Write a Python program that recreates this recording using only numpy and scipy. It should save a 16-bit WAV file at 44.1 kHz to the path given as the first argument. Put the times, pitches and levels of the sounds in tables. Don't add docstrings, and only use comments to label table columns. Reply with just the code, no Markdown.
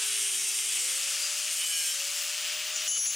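import sys
import numpy as np
from scipy import signal
from scipy.fft import rfft, irfft
from scipy.io import wavfile
from scipy.ndimage import uniform_filter1d, map_coordinates

SR = 44100
rng = np.random.default_rng(int(sys.argv[2]) if len(sys.argv) > 2 else 0)


def to_wav(s):
    ch = np.atleast_2d(s).T
    pcm = np.round(np.clip(ch, -1, 1) * 32767)
    wavfile.write(sys.argv[1], SR, pcm.astype(np.int16))


N = 138915
TIME = np.arange(N) / SR
FREQS = np.maximum(np.fft.rfftfreq(N, 1 / SR), 1)
GEAR_RATIO = 3.565
GUARD_HZ, GUARD_WIDTH_HZ = 4805, 70


def from_db(db):
    return np.exp(np.asarray(db) * (np.log(10) / 20))


def rms_one(x):
    return x / np.sqrt(np.mean(x ** 2) + 1e-20)


def in_time(rows):
    s, *columns = np.transpose(rows)
    return [np.interp(TIME, s, c) for c in columns]


def during(rows):
    start, end = rows[0][0], rows[-1][0]
    return np.interp(TIME, [start - .06, start - .03, end + .03, end + .06], [0, 1, 1, 0])


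def spell(start, end):
    fade_s = .03
    return np.clip(np.minimum(TIME - start, end - TIME) / fade_s + .5, 0, 1)


def swells(rows):
    return sum(from_db(db) * np.exp(-2 * ((TIME - s) / length) ** 2) for s, length, db in rows)


def at_hz(points):
    hz, db = np.transpose(points)
    return np.interp(np.log(FREQS), np.log(hz), db)


def bell(hz, width_hz):
    return 1 / (1 + (2 * (FREQS - hz) / width_hz) ** 2)


def shaped(x, gain):
    return rms_one(irfft(rfft(x) * gain, N))


def noise(gain):
    return shaped(rng.standard_normal(N), gain)


def drift(rate_hz):
    step = 40
    white = rng.standard_normal(4096)
    hz = np.fft.rfftfreq(len(white), step / SR)
    slow = rms_one(irfft(rfft(white) / (1 + (hz / rate_hz) ** 2)))
    return np.interp(np.arange(N) / step, np.arange(len(slow)), slow)


def motor_turns(speed, wobble=0.000844):
    return np.cumsum(in_time(speed)[0] * (1 + wobble * drift(23.7))) / SR


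def wheel_throb(turns):
    return np.sin(2 * np.pi * turns / GEAR_RATIO)


def rim(wheel_turns, memory, size):
    memory = np.clip(memory, 0, .98)
    fresh = rng.standard_normal((int(wheel_turns[-1]) + 42, size))
    grit = signal.lfilter([1], [1, -memory], fresh, axis=0)[40:].ravel()
    return rms_one(map_coordinates(grit, [wheel_turns * size], order=3, mode="nearest"))


def cut(turns, bite, colour, rings, squeals, throb_db, flutter_db, size):
    spray_db = -6
    grit = rim(turns / GEAR_RATIO, .86, size)
    force = grit + from_db(spray_db) * rng.standard_normal(N)
    force = force * from_db(throb_db * wheel_throb(turns) + flutter_db * drift(39))
    body_db = at_hz(colour) + sum(db * bell(hz, width) for hz, width, db in rings)
    grinding = shaped(force, from_db(body_db)) * from_db(in_time(bite)[0]) * during(bite)
    return grinding + squeal(turns, squeals)


def squeal(turns, orders, slip_rad=.25):
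    angle = 2 * np.pi * turns / GEAR_RATIO
    total = 0
    for k, start, end, db in orders:
        tone = np.sin(round(k) * angle + slip_rad * drift(40))
        total = total + spell(start, end) * from_db(db) * tone
    return np.sqrt(2) * total


def deep_cut(turns):
    # time in seconds, level in dB.
    bite = [(0, -31), (.25, -30), (.5, -31), (.75, -29.5), (.95, -33.5), (1.1, -37), (1.28, -49)]
    # frequency in Hz, level in dB.
    colour = [(50, -26), (110, -34), (300, -21), (900, -21), (1500, -17.5), (2200, -5.5), (3100, -2),
              (4300, -7.5), (5800, -2.5), (7500, 0.5), (9200, 2), (10500, -5), (12200, -9.5), (15800, -26)]
    # frequency in Hz, width in Hz, boost in dB.
    rings = [(2200, 50, 2), (3000, 140, 2.5), (3230, 120, 3.5), (3930, 200, 4), (4330, 350, -7),
             (4720, 180, 6), (5150, 400, -5), (5550, 170, 8.5), (6070, 90, 4), (6330, 120, -3),
             (6700, 160, 3), (7490, 90, 5), (8380, 80, 8), (9160, 170, 10), (9720, 330, -7),
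             (10300, 400, 2), (11800, 100, 8), (12250, 550, -8), (12900, 380, 7)]
    # multiple of the wheel rate, start in seconds, end in seconds, level in dB.
    squeals = [(13, 0, .15, -55), (19, .3, 1.0, -57), (20, .45, .9, -55), (26, 0, .3, -49),
               (31, .6, .8, -50), (50, .3, .65, -49), (55, .4, .62, -50), (57, .15, .45, -51),
               (83, .3, .95, -47), (89, 0, .35, -46)]
    return cut(turns, bite, colour, rings, squeals, throb_db=1, flutter_db=0.9, size=400)


def last_cut(turns):
    # time in seconds, level in dB.
    bite = [(1.41, -69), (1.45, -48), (1.53, -34.5), (1.6, -33), (1.7, -35), (1.87, -33.5), (1.94, -36),
            (1.98, -63)]
    # frequency in Hz, level in dB.
    colour = [(60, -26), (160, -24), (300, -20), (900, -18), (1600, -11), (2400, -1), (3000, 1.5),
              (3900, -3.5), (5000, -4), (6500, -2.5), (8700, 6.5), (10500, -3), (12500, -3.5), (15800, -15)]
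    # frequency in Hz, width in Hz, boost in dB.
    rings = [(2460, 180, 4), (2980, 160, 3), (3220, 130, 4), (3550, 180, -4), (4250, 300, 3),
             (5480, 120, 7), (6430, 200, 5), (7440, 130, 7), (7750, 200, -4), (8110, 100, 4),
             (8790, 150, 3), (9080, 100, 4), (9450, 120, 3), (9930, 160, 4), (10550, 300, -3),
             (11150, 180, 6), (11550, 130, 5), (12100, 450, -5), (12620, 140, 8)]
    # multiple of the wheel rate, start in seconds, end in seconds, level in dB.
    squeals = [(10, 1.68, 1.92, -50), (14, 1.59, 1.78, -48), (15, 1.72, 1.86, -46), (16, 1.84, 1.93, -47),
               (18, 1.59, 1.84, -42.5), (19, 1.7, 1.93, -45), (20, 1.82, 1.93, -45),
               (27, 1.69, 1.85, -47.5), (39, 1.67, 1.82, -48), (40, 1.72, 1.9, -42.5),
               (45, 1.64, 1.73, -45), (46, 1.76, 1.9, -48), (53, 1.67, 1.83, -44), (54, 1.55, 1.66, -47),
               (57, 1.8, 1.9, -45.5), (60, 1.67, 1.74, -45), (61, 1.73, 1.84, -46), (70, 1.66, 1.88, -50),
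               (77, 1.66, 1.8, -53)]
    return cut(turns, bite, colour, rings, squeals, throb_db=2.5, flutter_db=1.4, size=270)


def chatter(turns, throb_db=4):
    # centre in seconds, length in seconds, level in dB.
    chatters = [(.04, 0.032, -48), (.17, .07, -43), (.26, .02, -47), (.296, 0.008, -34), (.345, .04, -43),
                (.587, 0.023, -39.5), (.72, 0.05, -39), (.776, 0.015, -35.5), (1.48, 0.018, -36.5),
                (1.625, 0.044, -37.5)]
    rattle = rng.standard_normal(N) * from_db(throb_db * wheel_throb(turns))
    return swells(chatters) * shaped(rattle, bell(2880, 2100) ** 2)


def singing(waver_db=1.5, slip_rad=.45):
    # start in seconds, end in seconds, frequency in Hz, level in dB.
    sings = [(1.6, 1.93, 3010, -45.5), (1.73, 1.96, 5480, -41), (1.655, 1.8, 8135, -43),
             (1.82, 1.92, 8110, -47), (1.78, 1.94, 7480, -49), (1.42, 1.54, 8740, -47),
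             (1.92, 1.98, 8620, -46)]
    total = 0
    for start, end, hz, db in sings:
        level = spell(start, end) * from_db(db + waver_db * drift(30))
        total = total + level * np.sin(2 * np.pi * hz * TIME + slip_rad * drift(29))
    return np.sqrt(2) * total


def motor(turns, tones, third_db, waver_db=1.0, whine_waver_db=3.0, eighth_db=1):
    commutator_bars = 25
    skirt_db, skirt_hz = -2, 130
    hiss_db = -7.5
    hum_db, whine_db, wheel_db = in_time(tones)
    angle = 2 * np.pi * turns
    orders = [(1, 0), (3, third_db), (8, eighth_db)]
    hum = sum(from_db(hum_db + db + waver_db * drift(7.5)) * np.sin(k * angle) for k, db in orders)
    hum = hum + from_db(wheel_db) * wheel_throb(turns)
    bars = commutator_bars * angle
    whine = rms_one(np.sin(bars) + from_db(skirt_db) * drift(skirt_hz) * np.cos(bars))
    whine = whine + from_db(hiss_db) * noise(bell(13000, 4000) ** 2)
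    whine = whine * from_db(whine_db + whine_waver_db * drift(20))
    return (np.sqrt(2) * hum + whine) * during(tones)


def motors(deep, last):
    # time in seconds, hum in dB, whine in dB, wheel unbalance in dB.
    deep_tones = [(0, -59.5, -47, -85), (.2, -56.5, -61, -83), (.45, -62, -65, -77), (.85, -61, -49, -80),
                  (1.1, -69.5, -63, -98), (1.28, -71, -78, -98)]
    # time in seconds, hum in dB, whine in dB, wheel unbalance in dB.
    last_tones = [(.76, -79, -80, -93), (.83, -59, -58, -88), (1.2, -57.5, -53, -92),
                  (1.45, -59, -59, -103), (1.65, -65, -63, -96), (1.88, -63.5, -49, -71),
                  (2.0, -59, -51, -95), (2.25, -57, -51, -97), (2.45, -58.5, -50, -81.5),
                  (2.8, -57.5, -50, -78), (3.15, -56.5, -45, -78)]
    return motor(deep, deep_tones, third_db=-21) + motor(last, last_tones, third_db=-2.5)


def rush(turns, flutter_db=.5, throb_db=0.94):
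    # time in seconds, level in dB, change of the treble in dB.
    course = [(0, -31, -7), (.17, -33, -6), (.3, -35.5, -6), (.7, -37.5, 1), (.9, -32.5, -2),
              (1.22, -30.5, -0.5), (1.45, -32, 0.5), (1.58, -33.5, 0), (1.7, -36.5, 4), (1.9, -36.5, 1.5),
              (1.98, -31, -2), (2.17, -32, -0.5), (2.27, -31, -2), (2.36, -32, -3), (2.46, -29, -7),
              (2.64, -30.5, -8.5), (2.82, -30, -6.5), (3.15, -26, -6)]
    # frequency in Hz, level in dB.
    colour = [(25, -52), (60, -35.5), (130, -33), (260, -27.5), (450, -21), (780, -16.5), (1020, -16),
              (1270, -7.5), (1580, -8.5), (2100, -5), (2800, 2.5), (3900, -3), (5000, 0.5), (7000, 2.5),
              (9000, -2), (11200, -5.5), (12600, -19), (15800, -17.5)]
    treble_hz, guard_boost_db = 5180, 1.5
    level_db, treble_db = in_time(course)
    air = noise(from_db(at_hz(colour) + guard_boost_db * bell(GUARD_HZ, GUARD_WIDTH_HZ)))
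    low = irfft(rfft(air) / (1 + (FREQS / treble_hz) ** 4), N)
    swirl_db = flutter_db * drift(22) + throb_db * wheel_throb(turns)
    return (low + (air - low) * from_db(treble_db)) * from_db(level_db + swirl_db)


def guard(turns, throb_db=3):
    # centre in seconds, length in seconds, level in dB.
    roars = [(2.34, 0.026, -39), (2.465, 0.083, -39.5), (2.6, 0.042, -40)]
    # centre in seconds, length in seconds, level in dB.
    guard_rings = [(1.24, .08, -39), (2.08, .06, -46)]
    throb = rms_one(from_db(throb_db * wheel_throb(turns)))
    roar = swells(roars) * throb * noise(bell(2960, 2000) ** 2)
    return roar + swells(guard_rings) * noise(bell(GUARD_HZ, GUARD_WIDTH_HZ))


def ring(times, levels_db, hz, t60_s):
    hand_over_s = 0.00031
    swing = np.zeros(N)
    for s, db in zip(times, levels_db):
        swing = np.where(TIME >= s, from_db(db - 60 * np.maximum(TIME - s, 0) / t60_s), swing)
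    lag = np.exp(-1 / (hand_over_s * SR))
    swing = signal.lfilter([1 - lag], [1, -lag], swing)
    return np.sqrt(2) * swing * np.sin(2 * np.pi * (hz * TIME + rng.random()))


def knocks(times, levels_db, colour, t60_s):
    burst = np.zeros(N)
    for s, db in zip(times, levels_db):
        burst += (TIME >= s) * from_db(db - 60 * np.maximum(TIME - s, 0) / t60_s)
    return irfft(rfft(burst * rng.standard_normal(N)) * rms_one(from_db(at_hz(colour))), N)


def stub():
    # frequency in Hz, t60 in seconds, level in dB, family whose strength it shares.
    modes = [(5785, .6, 0, 0), (6423, .8, -2, 1), (7084, .3, 1, 2), (7047, .35, -9, 2), (7935, .15, -19, 2),
             (10163, .5, 1.5, 3), (11565, .3, -17, 3), (13087, .3, -25, 3), (13970, .3, -26, 3)]
    # time in seconds, click in dB, strengths of families 0 to 3 in dB.
    hits = [(2.739, -40, -55, -43, -37, -56), (2.760, -34, -37, -43, -43, -52),
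            (2.877, -32, -30, -30, -30, -37), (2.888, -31, -30, -22, -27, -26),
            (2.913, -27, -31, -22, -25, -29), (2.977, -25, -33, -23, -24, -26),
            (2.991, -29, -21, -22, -34, -22), (3.067, -24, -31, -22, -23, -26),
            (3.112, -36, -40, -29, -34, -37)]
    # frequency in Hz, level in dB.
    click_colour = [(100, -37), (600, -12.5), (2000, -28), (7000, 7), (11000, -39), (15000, -18)]
    s, click_db, *families = np.transpose(hits)
    rings = sum(ring(s, families[int(round(family))] + db, hz, t60_s) for hz, t60_s, db, family in modes)
    return rings + knocks(s, click_db, click_colour, t60_s=0.15)


def flange():
    # time in seconds, ring in dB, clack in dB.
    hits = [(2.819, -42, -39), (2.876, -36.5, -56), (2.915, -28, -48), (2.981, -40, -50), (3.059, -45, -35)]
    # frequency in Hz, t60 in seconds, level in dB.
    modes = [(2976, 0.46, 0.5), (3040, 0.37, -24), (4500, .4, -11.5), (4580, 0.27, -22), (5330, 0.27, -13)]
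    # frequency in Hz, level in dB.
    clack_colour = [(60, -55), (600, -36), (1700, -1), (3000, -2), (8000, -20), (14000, -34)]
    s, ring_db, clack_db = np.transpose(hits)
    rings = sum(ring(s, ring_db + db, hz, t60_s) for hz, t60_s, db in modes)
    return rings + knocks(s, clack_db, clack_colour, t60_s=0.027)


def garage(sources):
    # frequency in Hz, difference in dB.
    balance = [(100, 0), (700, 0.6), (2800, 0), (5500, 1.8), (9000, 1.8), (13000, 0.5)]
    room_db, room_t60_s, low_cut_hz = -16, 0.19, 180
    out, age = [], TIME[:SR // 2]
    for side in (1, -1):
        direct = rfft(sum(x * from_db(side * pan_db / 2) for x, pan_db in sources))
        tail = rng.standard_normal(len(age)) * from_db(-60 * age / room_t60_s) * (age > .003)
        room = rfft(tail / np.linalg.norm(tail), N) * from_db(room_db)
        room = room * FREQS / np.hypot(FREQS, low_cut_hz)
        out.append(irfft(direct * (1 + room) * from_db(side * at_hz(balance) / 2), N))
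    return np.array(out)


def scene():
    # time in seconds, speed in turns per second.
    deep_speed = [(0, 418), (.15, 406), (.3, 398), (.6, 393), (.8, 387), (1.0, 381), (1.25, 389)]
    # time in seconds, speed in turns per second.
    last_speed = [(.7, 476), (.88, 526), (1.0, 549.5), (1.21, 579.5), (1.43, 596.5), (1.6, 601), (1.7, 590),
                  (1.95, 557), (2.08, 576), (2.2, 588), (2.41, 602), (2.7, 614), (3.15, 622)]
    deep, last = motor_turns(deep_speed), motor_turns(last_speed)
    cutting = deep_cut(deep) + last_cut(last) + chatter(deep) + singing()
    air = rush(last) + guard(last)
    pieces = stub() + flange()
    return garage([(cutting, -0.6), (air, 1.5), (motors(deep, last), 0.5), (pieces, 1)])


def record(dry):
    threshold_db, release_db_per_s, window_s = -27.7, 86, 0.0073
    cutoff_hz = 15850
    power = uniform_filter1d(np.mean(dry ** 2, axis=0), size=max(int(window_s * SR), 2))
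    over_db = np.maximum(10 * np.log10(np.maximum(power, 1e-12)) - threshold_db, 0)
    recovery_db = release_db_per_s * TIME
    held_db = np.maximum.accumulate(over_db + recovery_db) - recovery_db
    held_db = uniform_filter1d(held_db, size=100)
    return irfft(rfft(dry * from_db(-held_db)) / np.sqrt(1 + (FREQS / cutoff_hz) ** 400), N)


dry = scene()
out = record(dry)
to_wav(out)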